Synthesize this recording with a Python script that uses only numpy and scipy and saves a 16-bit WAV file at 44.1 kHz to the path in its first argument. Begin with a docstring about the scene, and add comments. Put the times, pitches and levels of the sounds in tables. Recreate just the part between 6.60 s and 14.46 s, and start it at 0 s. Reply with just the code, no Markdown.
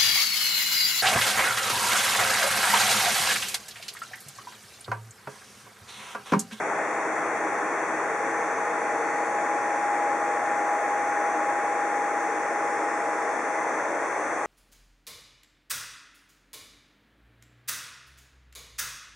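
"""A steady roar of air, laced with fan tones and thin whines: a rack of servers and switches in a workshop.
Air rushes through the cases and hisses at the grilles; fan blades hum and disk drive spindles whine.
A loud fan tone swells and fades; a slightly lower tone takes over midway, then the higher returns.
The other tones fade in and out in the room's standing waves as the microphone slowly backs away."""
import sys
import numpy as np
from scipy import signal
from scipy.fft import rfft, irfft
from scipy.io import wavfile

SR = 44100
rng = np.random.default_rng(int(sys.argv[2]) if len(sys.argv) > 2 else 0)


def unload_audio(sound):
    """Save the sound as a 16-bit wav file, at the path given as the first command line argument."""
    columns = np.transpose(np.atleast_2d(sound))
    # keep every value between -1 and 1, then stretch to whole-number steps
    steps = np.round(np.clip(columns, -1, 1) * 32767)
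    wavfile.write(sys.argv[1], SR, steps.astype(np.int16))


N = 346626
TIME = np.arange(N) / SR
FREQS = np.maximum(np.arange(N // 2 + 1) * SR / N, 1)

# stereo balance across the spectrum: (frequency [Hz], left over right [dB])
BALANCE = [(60, -1), (110, 0), (200, 1.5), (380, 1.5), (700, 1.5), (1290, 2.0), (2380, 2.5), (4400, 1.0),
           (8120, 1.5), (15000, 2.0)]


def airflow(roar_db=0.5, rush_db=0.77, hum_db=2.5):
    """Air churns through cases and grilles: roar, rush and hum sink with distance, the hiss holds."""
    # five bands of air noise, low to high: (frequency [Hz], density before shaping [dB per Hz])
    hum_band = [(20, -111), (60, -107), (90, -100), (110, -80), (130, -82.5), (180, -86.5)]
    rumble_band = [(90, -105), (120, -88.5), (160, -81.5), (200, -76.5), (280, -82.5), (500, -86)]
    roar_band = [(140, -105), (220, -75), (290, -66.5), (380, -66.5), (520, -65.5), (660, -59.5),
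                 (820, -60), (1060, -59.5), (1400, -66.5), (2200, -86)]
    rush_band = [(700, -95), (1300, -65), (1850, -61.5), (2150, -66), (2500, -72.5), (2900, -82.5),
                 (4000, -97.5)]
    hiss_band = [(2000, -96.5), (3400, -81), (4500, -85.5), (6200, -80), (7500, -84.5), (9000, -88),
                 (10300, -90.5), (12000, -108), (15500, -100)]
    # the case rumble dips at a node along the microphone's path: (time [s], gain [dB])
    rumble_fader = [(0.5, 5), (3.3, 0.5), (4.3, -5.5), (5.5, -4), (7.0, -0.5)]
    roar_fall_db_per_s, rush_fall_db_per_s, hum_fall_db_per_s = 0.06, 0.2343, 0.65
    rumble = from_db(at_times(rumble_fader)) * air_noise(rumble_band)
    roar = from_db(roar_db - roar_fall_db_per_s * TIME) * air_noise(roar_band)
    rush = from_db(rush_db - rush_fall_db_per_s * TIME) * air_noise(rush_band)
    hum = from_db(hum_db - hum_fall_db_per_s * TIME) * air_noise(hum_band)
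    return rumble + roar + rush + hum + air_noise(hiss_band)


def loud_fan_tone(swell_db=-28.5, floor_db=-40.5, steepness=2.2, flutter_db=1.05, jitter_hz=0.35):
    """Blades passing struts make a strong tone that swells and fades; uneven inflow makes it flutter."""
    # a slightly lower tone takes over midway, then the higher returns: (time [s], pitch [Hz])
    blade_pitch = [(0, 825.6), (2.8, 826.0), (3.45, 821.8), (6.3, 822.7), (7.1, 825.5)]
    peak_s, half_width_s = 4.27, 2.32
    hz = at_times(blade_pitch) + jitter_hz * drift(8.4)
    phase = 2 * np.pi * np.cumsum(hz) / SR
    from_peak = np.abs((TIME - peak_s) / half_width_s)
    swell = from_db(swell_db) * .5 ** (from_peak ** steepness)
    gain = np.hypot(swell, from_db(floor_db)) * from_db(flutter_db * drift(12))
    return np.sqrt(2) * np.sin(phase) * gain * pan(lean_db=1.5)


def standing_wave_swells(waver_db=0.9, waver_hz=6, steepness=6):
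    """A tone rises, wavers and falls away as the microphone crosses a lobe of its standing wave."""
    # fans and drives that stand out in places: (source, pitch [Hz])
    hz = {"fan A": 406.5, "fan B": 455.5, "fan C": 571, "fan D": 622, "fan E": 813, "main drive": 6113,
          "whine A": 4464, "whine B": 5338, "whine C": 6019, "whine D": 6888, "whine E": 7958, "whine F":
          8831, "whine G": 9508}
    # lobes along the path: (centre [s], source, length [s], level [dB], left over right [dB])
    lobes = [(0.5, "fan E", 1.2, -42, -1), (0.7, "main drive", 1.1, -63, 8),
             (0.802, "fan A", 2.4, -44.5, -2), (1.854, "main drive", 0.47, -50.5, -2),
             (2.05, "fan B", 1.45, -40.5, 2.5), (2.55, "whine A", 0.4, -63, 0),
             (2.7, "whine D", 0.4, -58, -2), (2.75, "main drive", 0.93, -56.5, -9),
             (3.0, "fan C", 1.4, -44, 3), (3.25, "whine D", 0.3, -57, 8), (3.9, "fan D", 0.9, -44, 2),
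             (4.08, "main drive", 0.26, -53, -4), (4.55, "main drive", 0.53, -53.5, -4),
             (4.62, "whine C", 0.3, -55, -4), (5.85, "main drive", 0.8, -54.5, -9),
             (6.1, "fan A", 4.1, -47, -2), (6.3, "fan B", 2.3, -44.5, 3), (6.45, "whine E", 0.54, -62, 7),
             (6.5, "whine B", 1.2, -58, -1), (6.65, "whine G", 0.8, -67, 4), (6.2, "fan C", 1.2, -46, -1),
             (7.35, "fan C", 0.66, -40, 1), (7.05, "main drive", 0.63, -51.5, 1),
             (7.6, "main drive", 0.4, -52, -3), (7.65, "whine F", 0.5, -64, 0)]
    mix = 0
    for centre_s, source, length_s, db, lean_db in lobes:
        envelope = 1 / (1 + (2 * (TIME - centre_s) / length_s) ** steepness)
        tone = np.sqrt(2) * np.sin(2 * np.pi * (hz[source] * TIME + rng.random()))
        gain = from_db(db + waver_db * drift(waver_hz))
        mix = mix + tone * envelope * gain * pan(lean_db)
    return mix


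def far_fans():
    """A bed of blade tones from many farther fans, each wavering on its own."""
    # blade tones and their overtones: (pitch [Hz], level [dB])
    blade_tones = [(113, -70), (167, -70), (310, -52), (340, -51), (483, -47), (497, -49), (548, -52),
                   (622, -54), (633, -51), (1110, -49), (1219, -53), (1388, -52), (1509, -56), (1715, -54),
                   (1768, -54), (1836, -51), (1930, -57), (1997, -53), (2032, -55), (2176, -55),
                   (2497, -61)]
    return sum(from_db(db) * room_tone(hz, direct_share=0.68, fade_hz=1.9) for hz, db in blade_tones)


def disk_drives():
    """Spindles hold their speed; their thin whines arrive mostly reflected and wander between the ears."""
    # whines of spindle motors and bearings: (pitch [Hz], level [dB])
    whines = [(4464, -69), (5338, -64), (5893, -65), (6019, -64), (6113, -63), (6144, -67), (6274, -67),
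              (6888, -67), (6986, -69), (7084, -66), (7761, -70), (7958, -70), (8635, -73), (8733, -73),
              (8831, -70), (9508, -75), (9703, -76), (14746, -86), (14944, -83), (15621, -82)]
    return sum(from_db(db) * room_tone(hz, direct_share=0.11, fade_hz=0.92) for hz, db in whines)


def air_noise(band):
    """One band of stereo turbulence, coloured by the hollow cases."""
    # air resonances of the cases: (frequency [Hz], width [Hz], boost [dB])
    case_resonances = [(314.4, 18, 5), (330, 26, 4.5), (476, 127, 5.5), (640, 35, 2)]
    density_db = at_hz(band, FREQS)
    for hz, width_hz, boost_db in case_resonances:
        density_db = density_db + boost_db / (1 + (2 * (FREQS - hz) / width_hz) ** 2)
    high_cut = 1 / (1 + (FREQS / band[-1][0] / 1.2) ** 8)
    low_cut = 1 / (1 + (band[0][0] / FREQS / 1.2) ** 8)
    mid, side = rfft(rng.standard_normal((2, N))) * np.sqrt(SR / 2)
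    return irfft(stereo_pickup(mid, side, FREQS) * from_db(density_db) * high_cut * low_cut, N)


def room_tone(hz, direct_share, fade_hz):
    """A steady tone plus room reflections whose sum shifts as the microphone moves."""
    phase = 2 * np.pi * (hz * TIME + rng.random())
    sine, cosine = np.sin(phase), np.cos(phase)
    mid, side = (drift(fade_hz) * sine + drift(fade_hz) * cosine for _ in range(2))
    direct = np.sqrt(2 * direct_share) * sine * pan(at_hz(BALANCE, hz))
    reflected = np.sqrt(1 - direct_share) * stereo_pickup(mid, side, hz)
    return direct + reflected


def stereo_pickup(mid, side, hz):
    """Long waves reach both microphone ports alike; short ones differ, so the treble sounds wide."""
    # likeness of the two ports: (frequency [Hz], left-right correlation [0-1])
    port_likeness = [(40, .75), (120, 0.86), (300, 0.98), (650, 0.95), (1100, 0.87), (2000, 0.77),
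                     (3400, .6), (6500, 0.29), (15000, .15)]
    alike = at_hz(port_likeness, hz)
    pair = np.sqrt((1 + alike) / 2) * mid + np.sqrt((1 - alike) / 2) * side * np.array([[1], [-1]])
    return pair * pan(at_hz(BALANCE, hz))


def pan(lean_db):
    """Constant-power left and right gains; a positive lean favours the left."""
    gains = from_db(np.array([[.5], [-.5]]) * lean_db)
    return gains / np.sqrt(np.mean(gains ** 2, axis=0))


def drift(rate_hz, hop=100):
    """Slow random modulation of rms 1, rolling off above rate_hz."""
    pole = np.exp(-2 * np.pi * rate_hz * hop / SR)
    noise = rng.standard_normal(N // hop + 2002)
    slow = signal.lfilter([1], [1, -2 * pole, pole * pole], noise)[2000:]   # skip the filter's run-in
    return np.interp(np.arange(N) / hop, np.arange(len(slow)), slow / np.sqrt(np.mean(slow ** 2)))


def from_db(db):
    """Decibels to gain."""
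    return 10 ** (np.asarray(db) / 20)


def at_times(points):
    """Read an automation curve at every sample."""
    return np.interp(TIME, *np.transpose(points))


def at_hz(points, hz):
    """Read a curve on a log-frequency axis."""
    known_hz, values = np.transpose(points)
    return np.interp(np.log(hz), np.log(known_hz), values)


def scene():
    """Everything in the rack runs at once."""
    return airflow() + loud_fan_tone() + far_fans() + disk_drives() + standing_wave_swells()


def record(dry, cutoff_hz=15750):
    """The camera notches a few bands out of the treble and cuts the very top."""
    # notch filters: (centre [Hz], width [Hz])
    notches = [(3005, 755), (4005, 1220), (5005, 1100), (12050, 2000), (13450, 3200)]
    for hz, width_hz in notches:
        dry = signal.lfilter(*signal.iirnotch(hz, hz / width_hz, fs=SR), dry)
    return signal.sosfilt(signal.ellip(12, .1, 80, cutoff_hz, fs=SR, output="sos"), dry)


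dry = scene()
out = record(dry)
unload_audio(out)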